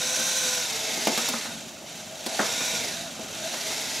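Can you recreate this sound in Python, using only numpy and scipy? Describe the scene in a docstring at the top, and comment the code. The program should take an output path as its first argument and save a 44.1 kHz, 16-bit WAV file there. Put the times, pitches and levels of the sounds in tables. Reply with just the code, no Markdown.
"""An electric drill spins a bent wire in a plastic bucket of soapy water. It starts fast: the motor
whines, brushes and gears rasp, the water churns and the bucket hums along. After about a second
the wire knocks on the wall several times, once hard. The trigger eases and the drill sinks low
and quiet. Just past two seconds it speeds up, with another hard knock. It slows again around
three seconds, then picks up once more, with a few lighter knocks along the way."""
import sys
import numpy as np
from scipy import signal
from scipy.fft import rfft, irfft
from scipy.io import wavfile

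SR = 44100
rng = np.random.default_rng(int(sys.argv[2]) if len(sys.argv) > 2 else 0)


def generate_wav(sig):
    """Save sig (samples, or channels by samples) to the path in sys.argv[1] as 16-bit PCM at SR."""
    pcm = np.round(np.clip(np.atleast_2d(sig).T, -1, 1) * 32767).astype(np.int16)
    wavfile.write(sys.argv[1], SR, pcm)


N = 176400   # 4 seconds
T = np.arange(N) / SR


# How fast the trigger makes the motor turn: (time [s], speed [turns per second])
MOTOR_SPEED = [(0, 502), (.13, 514.5), (.29, 525), (.45, 512), (.61, 496), (.72, 450), (.86, 446),
               (1.02, 416), (1.22, 484), (1.3, 457), (1.54, 314), (1.66, 255), (2.2, 280), (2.27, 305),
               (2.32, 362), (2.46, 463), (2.54, 475), (2.64, 498), (2.8, 474), (2.88, 426), (2.95, 336),
               (3.05, 340), (3.13, 272), (3.34, 275), (3.45, 328), (3.6, 397), (3.75, 448), (4, 437)]
def motor_speed():
    """The motor follows the trigger, with a slight wobble."""
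    return in_time(MOTOR_SPEED) * (1 + 0.005006 * drift(25.6))


FULL_SPEED_HZ = 532
# How loud the drill is overall: (time [s], level [dB])
DRILL_LEVEL = [(0, -28.5), (.27, -29), (.5, -27.5), (.78, -29), (1.0, -28.5), (1.14, -27.5), (1.3, -28),
               (1.52, -36.5), (1.7, -42), (1.84, -45), (1.89, -38.5), (2.15, -41), (2.25, -37), (2.29, -33),
               (2.46, -28.5), (2.7, -28.5), (2.9, -30.5), (3.13, -39.5), (3.3, -37.5), (3.48, -32.5),
               (3.7, -30), (4, -30)]
def drill(speed, angle):
    """All the drill's sounds together. Tones, whines and above all the buzz grow with speed."""
    pace = speed / FULL_SPEED_HZ
    pitched = housing(motor_tones(angle) * pace ** 2.2 + whines(angle) * pace ** 3.8 + growl(angle))
    chuck_angle = angle / 15.5   # gears slow down the chuck, the clamp that holds the wire
    scraping = friction(chuck_angle)
    swell = 1 + 0.015 * np.cos(chuck_angle)   # once per chuck turn
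    flicker = swell * from_db(1.03 * drift(64))
    return from_db(in_time(DRILL_LEVEL)) * (rasp(scraping * flicker) + pitched + buzz(flicker) * pace ** 14)


# The motor's tones: (pitch [times the motor speed], level at full speed [dB])
MOTOR_TONES = [(1, -16.5), (2, -20.5), (3, -24.5)]
TONE_ROUGHNESS = .48
def motor_tones(angle):
    """The spinning motor hums; each tone trembles in strength and timing."""
    tones = 0
    for multiple, db in MOTOR_TONES:
        strength = from_db(db) * (1 + TONE_ROUGHNESS * drift(35))
        tones += strength * np.sqrt(2) * np.sin(multiple * (angle + .33 * drift(42)))
    return tones


# Whines of gears and brushes: (pitch [times the motor speed], level at full speed [dB])
ROUGH_WHINES = [(7.15, -17.5), (7.75, -14), (10.9, -16), (12.1, -14), (15.7, -12.5)]
def whines(angle, smear=0.035):
    """Gears and brushes make rough, high tones that follow the motor."""
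    return sum(from_db(db) * smeared(multiple * angle, smear * multiple * FULL_SPEED_HZ)
               for multiple, db in ROUGH_WHINES)


# How strong the growl is within the drill: (time [s], level [dB])
GROWL_LEVEL = [(0, -16), (.78, -28.5), (.88, -13.5), (1.05, -18), (1.4, -17.5), (2.35, -26), (2.6, -12.5),
               (2.85, -14), (3.1, -19.5), (3.9, -18.5)]
def growl(angle):
    """Gear teeth meet unevenly and make one very rough tone."""
    return from_db(in_time(GROWL_LEVEL)) * smeared(4.85 * angle, width_hz=320)


def friction(chuck_angle, bumps=1500, gear_share=.45):
    """Gear grit that repeats on every chuck turn, hiss from fan and brushes, and chattering clicks."""
    bump_angles = np.linspace(0, 2 * np.pi, bumps, endpoint=False)
    grit = rms_one(np.interp(chuck_angle, bump_angles, rng.standard_normal(bumps), period=2 * np.pi))
    hiss = rng.standard_normal(N)
    chatter = from_db(-7.5) * rms_one(clicks(per_s=500, spread_db=2.5))
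    return np.sqrt(gear_share) * grit + np.sqrt(1 - gear_share) * hiss + chatter


# The rasp's tone, from bass to treble: (frequency [Hz], level [dB])
RASP_COLOUR = [(150, -21.5), (400, -12), (850, -5.5), (1200, -11.5), (1900, -5), (3000, -3), (4800, -4),
               (6600, 0), (7800, -4.5), (9000, -10.5), (10500, -8), (14500, -18), (16000, -57)]
def rasp(scraping):
    """The scraping of brushes and gears comes through the housing as a bright rasp."""
    return from_db(-1.5) * rms_one(housing(coloured(scraping, RASP_COLOUR)))


# Where the housing buzzes: (frequency [Hz], width [Hz], level at full speed [dB])
BUZZ_BANDS = [(1500, 110, -9.5), (3480, 450, -9.5), (5890, 460, -6), (6230, 1000, -0.5),
              (10600, 860, -11.5)]
def buzz(flicker):
    """The housing buzzes in bands of flickering noise."""
    return sum(from_db(db) * resonant(rng.standard_normal(N) * flicker, hz, width)
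               for hz, width, db in BUZZ_BANDS)


# Where the drill's shell rings: (frequency [Hz], width [Hz], boost [dB])
HOUSING_RINGS = [(1446, 67, 7.5), (1638, 50, 5.5), (2260, 510, 2), (2655, 73, 5.5), (3783, 440, 5.5),
                 (4450, 290, 3.5), (5760, 630, 2.5)]
def housing(x):
    """The shell strengthens any sound near its own ringing pitches."""
    return boosted(x, HOUSING_RINGS)


# The wire's hits: (time [s], thud [dB], thud's treble limit [Hz], boom [dB], tick [dB], tick centre [Hz])
WIRE_HITS = [(.187, -40, 2520, -37, -43, 2960), (0.456, -43, 2480, -49, -36, 3000),
             (.918, -34, 400, -39, -50, 2500), (0.974, -26, 398, -33, -41, 2500),
             (1.017, -44, 400, -36, -31, 2500), (1.0707, -14, 775, -22.5, -21.5, 2620),
             (1.176, -26, 2996, -28, -22, 3970), (1.286, -30, 1400, -30, -28, 7935),
             (1.338, -29, 1700, -24.5, -46, 1500), (1.455, -35, 2500, -38, -33, 2500),
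             (2.2628, -26.5, 800.8, -29, -26.5, 3500), (2.3923, -16.5, 1620, -21.5, -32, 4000),
             (2.606, -33.5, 1987, -35.5, -33, 2996), (2.737, -31, 600.3, -34, -48, 2500),
             (2.844, -30, 397, -37, -45, 2500), (3.193, -28, 600, -30.5, -55, 2500),
             (3.539, -34.5, 1180, -37, -34.5, 2500), (3.703, -34, 1100, -46, -36, 2500)]
def knocks():
    """Each hit of the wire makes the wall thud, the whole bucket boom and the contact point tick."""
    out, t = np.zeros(N + SR), T[:SR // 2]
    for time_s, thud_db, treble_hz, boom_db, tick_db, tick_hz in WIRE_HITS:
        thud = from_db(thud_db) * filtered(wall_thud(t), treble_hz, "low", order=3)
        hit = thud + from_db(boom_db) * bucket_boom(t) + from_db(tick_db) * wire_tick(t, tick_hz)
        start = int(time_s * SR)
        out[start:start + len(t)] += hit
    return out[:N]


# The notes of the struck wall: (pitch [Hz], level [dB], time to fade by 60 dB [s])
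WALL_NOTES = [(190, -34.5, .12), (247, -20, 0.11), (313, -7, 0.064), (361, -18, 0.13), (435, -24.5, 0.042),
              (526, -7, 0.019), (674, -12.5, 0.063), (755, -12.5, 0.094), (1010, -31, 0.025),
              (1234, -15.5, 0.16), (1485, -11, 0.16), (1780, -11, 0.08)]
def wall_thud(t):
    """The plastic rings a little differently each time, with a quick slap and a longer shudder."""
    notes = 0
    for hz, db, fade_s in WALL_NOTES:
        strength = from_db(db + rng.normal(0, 2))
        notes += strength * np.sin(2 * np.pi * hz * rng.normal(1, 0.018) * t) * fade(t, fade_s)
    slap = from_db(-3.5) * fade(t, 0.048)
    shudder = from_db(-5.5) * fade(t, 0.34)
    noise = rms_one(filtered(rng.standard_normal(len(t)), [220, 2200], "band"))
    # a small bucket gives off little deep bass
    return filtered(notes + noise * (slap + shudder), 179, "high", order=3)


def bucket_boom(t, hz=232.7, fade_s=0.15, rise_s=0.0031):
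    """The whole bucket swings with one low note."""
    note = np.sin(2 * np.pi * hz * rng.normal(1, 0.034) * t)
    return note * fade(t, fade_s) * (1 - np.exp(-t / rise_s))


def wire_tick(t, hz, fade_s=0.043, bounce_s=0.0046):
    """A bright double tick: the wire touches, bounces and touches again more softly."""
    bounce = from_db(-5.5) * (t > bounce_s) * fade(abs(t - bounce_s), fade_s)
    noise = rms_one(filtered(rng.standard_normal(len(t)), [hz / 1.8, hz * 1.8], "band", order=1))
    return noise * (fade(t, fade_s) + bounce)


# How loud the wall drones: (time [s], level [dB])
DRONE_LEVEL = [(0, -42), (.55, -45), (.95, -40), (1.2, -46), (1.5, -47.5), (1.72, -51), (1.9, -47.5),
               (2.2, -45.5), (2.3, -39.5), (2.55, -41.5), (2.85, -41.5), (2.98, -46), (3.15, -46.5),
               (3.44, -43.5), (3.72, -41.5), (4, -47.5)]
# Where the stirred wall rings: (frequency [Hz], width [Hz], level [dB])
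WALL_RINGS = [(644, 46, -2), (593, 170, -4), (703, 30, -8), (799, 50, -8.5)]
def wall_drone(angle, sing_hz=657, sing_width_hz=67):
    """Stirring keeps the wall ringing; it sings out when the motor's shaking matches its pitch."""
    rubbing = filtered(rng.standard_normal((len(WALL_RINGS), N)), [450, 1000], "band")
    rings = sum(from_db(db) * resonant(x, hz, width) for x, (hz, width, db) in zip(rubbing, WALL_RINGS))
    shaking = np.sqrt(2) * np.sin(2 * angle) * (1 + TONE_ROUGHNESS * drift(26))
    wall_filter = signal.iirpeak(sing_hz, sing_hz / sing_width_hz, fs=SR)
    singing = signal.lfilter(*wall_filter, signal.lfilter(*wall_filter, shaking))
    return from_db(in_time(DRONE_LEVEL)) * (rms_one(rings) + from_db(3) * singing)


# How loud the water churns: (time [s], level [dB])
WATER_LEVEL = [(0, -45.5), (.7, -48.5), (.95, -46), (1.2, -50), (1.4, -44.5), (1.7, -48.5), (2.2, -48),
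               (2.7, -45.5), (3.05, -45.5), (3.5, -47), (4, -44.5)]
# The water's tone, from bass to treble: (frequency [Hz], level [dB])
WATER_COLOUR = [(25, -33), (60, -6.5), (90, -7), (140, 0), (230, -2), (330, -1), (500, -11), (800, -19),
                (1100, -9.5), (2500, -27), (9000, -39), (16000, -49)]
# Where the air in the bucket hums: (frequency [Hz], width [Hz], boost [dB])
AIR_HUMS = [(171.7, 9.1, 8.5), (235, 91, 9.5), (107.5, 2.9, 12)]
def water(bubbles_per_s=150, fade_cycles=19):
    """Water churns unevenly in the hollow bucket while small bubbles ring briefly."""
    lumps = rng.standard_normal(N) * from_db(1.34 * drift(21))
    churn = rms_one(boosted(coloured(lumps, WATER_COLOUR), AIR_HUMS))
    pitches = np.geomspace(350, 2600, 20)
    bubbles = sum(ring(clicks(bubbles_per_s / len(pitches), spread_db=3), hz, fade_cycles / hz)
                  for hz in pitches)
    return from_db(in_time(WATER_LEVEL)) * (churn + from_db(-6.5) * rms_one(bubbles))


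def foam():
    """Foam bubbles burst with tiny, bright clicks."""
    pops = clicks(per_s=150, spread_db=1.0)
    return from_db(-57) * rms_one(filtered(pops, [3000, 14000], "band", order=1))


def room(x, fade_s=0.089):
    """The room sends back a short blur of echoes, different at each ear."""
    t = T[:SR // 2]
    noise = filtered(rng.standard_normal((2, len(t))), 380, "high", order=1)
    echoes = filtered(noise, 10700, "low", order=8) * fade(t, fade_s) * (t > .003)
    echoes /= np.sqrt(np.sum(echoes ** 2, axis=1, keepdims=True) * 2)
    return signal.fftconvolve(x[None], echoes, axes=1)[:, :N]


def from_db(db):
    """Turn decibels into a number to multiply by."""
    return 10 ** (np.asarray(db) / 20)


def rms_one(x):
    """Scale a sound to an average power of 1."""
    return x / np.sqrt(np.mean(x ** 2) + 1e-20)


def in_time(rows):
    """Join (time, value) points with straight lines."""
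    return np.interp(T, *np.transpose(rows))


def fade(t, fade_s):
    """Die away by 60 dB every fade_s seconds."""
    return np.exp(-np.log(1000) * t / fade_s)


def drift(rate_hz, step=40):
    """A smooth random wander, about 1 in size."""
    r = np.exp(-2 * np.pi * step * rate_hz / SR)
    slow = signal.lfilter([1], [1, -2 * r, r * r], rng.standard_normal(N // step + 2002))[2000:]
    return np.interp(np.arange(N) / step, np.arange(len(slow)), rms_one(slow))


def clicks(per_s, spread_db):
    """Random clicks of uneven size."""
    spikes = (rng.random(N) < per_s / SR) * rng.choice([-1, 1], N)
    return spikes * from_db(spread_db * np.minimum(rng.exponential(1, N), 4))


def filtered(x, hz, kind, order=2):
    """Keep the lows, the highs or a band between."""
    return signal.sosfilt(signal.butter(order, np.clip(hz, 10, .45 * SR), kind, fs=SR, output="sos"), x)


def smeared(phase, width_hz):
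    """A tone broken up by uneven contact; power 1."""
    a, b = filtered(rng.standard_normal((2, N)), width_hz / 2, "low")
    return rms_one(a * np.sin(phase) + b * np.cos(phase))


def ring(x, hz, fade_s):
    """Each click in x starts a fading note."""
    r, w = fade(1 / SR, fade_s), 2 * np.pi * hz / SR
    return signal.lfilter([0, np.sin(w)], [1, -2 * r * np.cos(w), r * r], x + 1e-18)


def resonant(x, hz, width):
    """Make a sound ring around one pitch; power 1."""
    return rms_one(ring(x - np.roll(x, 2), hz, np.log(1000) / (np.pi * width)))


def coloured(x, colour):
    """Shape a sound's balance of bass and treble."""
    hz, db = np.transpose(colour)
    level = np.interp(np.log(np.fft.rfftfreq(N, 1 / SR) + 1), np.log(hz), db)
    return irfft(rfft(x) * from_db(level), N)


def boosted(x, rings):
    """Turn a sound up around each ringing pitch."""
    f = np.fft.rfftfreq(N, 1 / SR)
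    boost = sum(db / (1 + (2 * (f - hz) / width) ** 2) for hz, width, db in rings)
    return irfft(rfft(x) * from_db(boost), N)


def scene(pan_db=.5, room_db=-9.5):
    """The drill slightly to the right and the bucket in the middle, in one room."""
    speed = motor_speed()
    angle = 2 * np.pi * np.cumsum(speed) / SR   # how far the motor has turned
    motor = drill(speed, angle)
    bucket = filtered(water() + wall_drone(angle) + foam() + knocks(), 35, "high")
    return motor * from_db([[-pan_db], [pan_db]]) + bucket + from_db(room_db) * room(motor + bucket)


def record(dry, cutoff_hz=15600):
    """Cut away the very highest treble."""
    return signal.sosfilt(signal.ellip(10, .2, 80, cutoff_hz, fs=SR, output="sos"), dry)


dry = scene()
out = record(dry)
generate_wav(out)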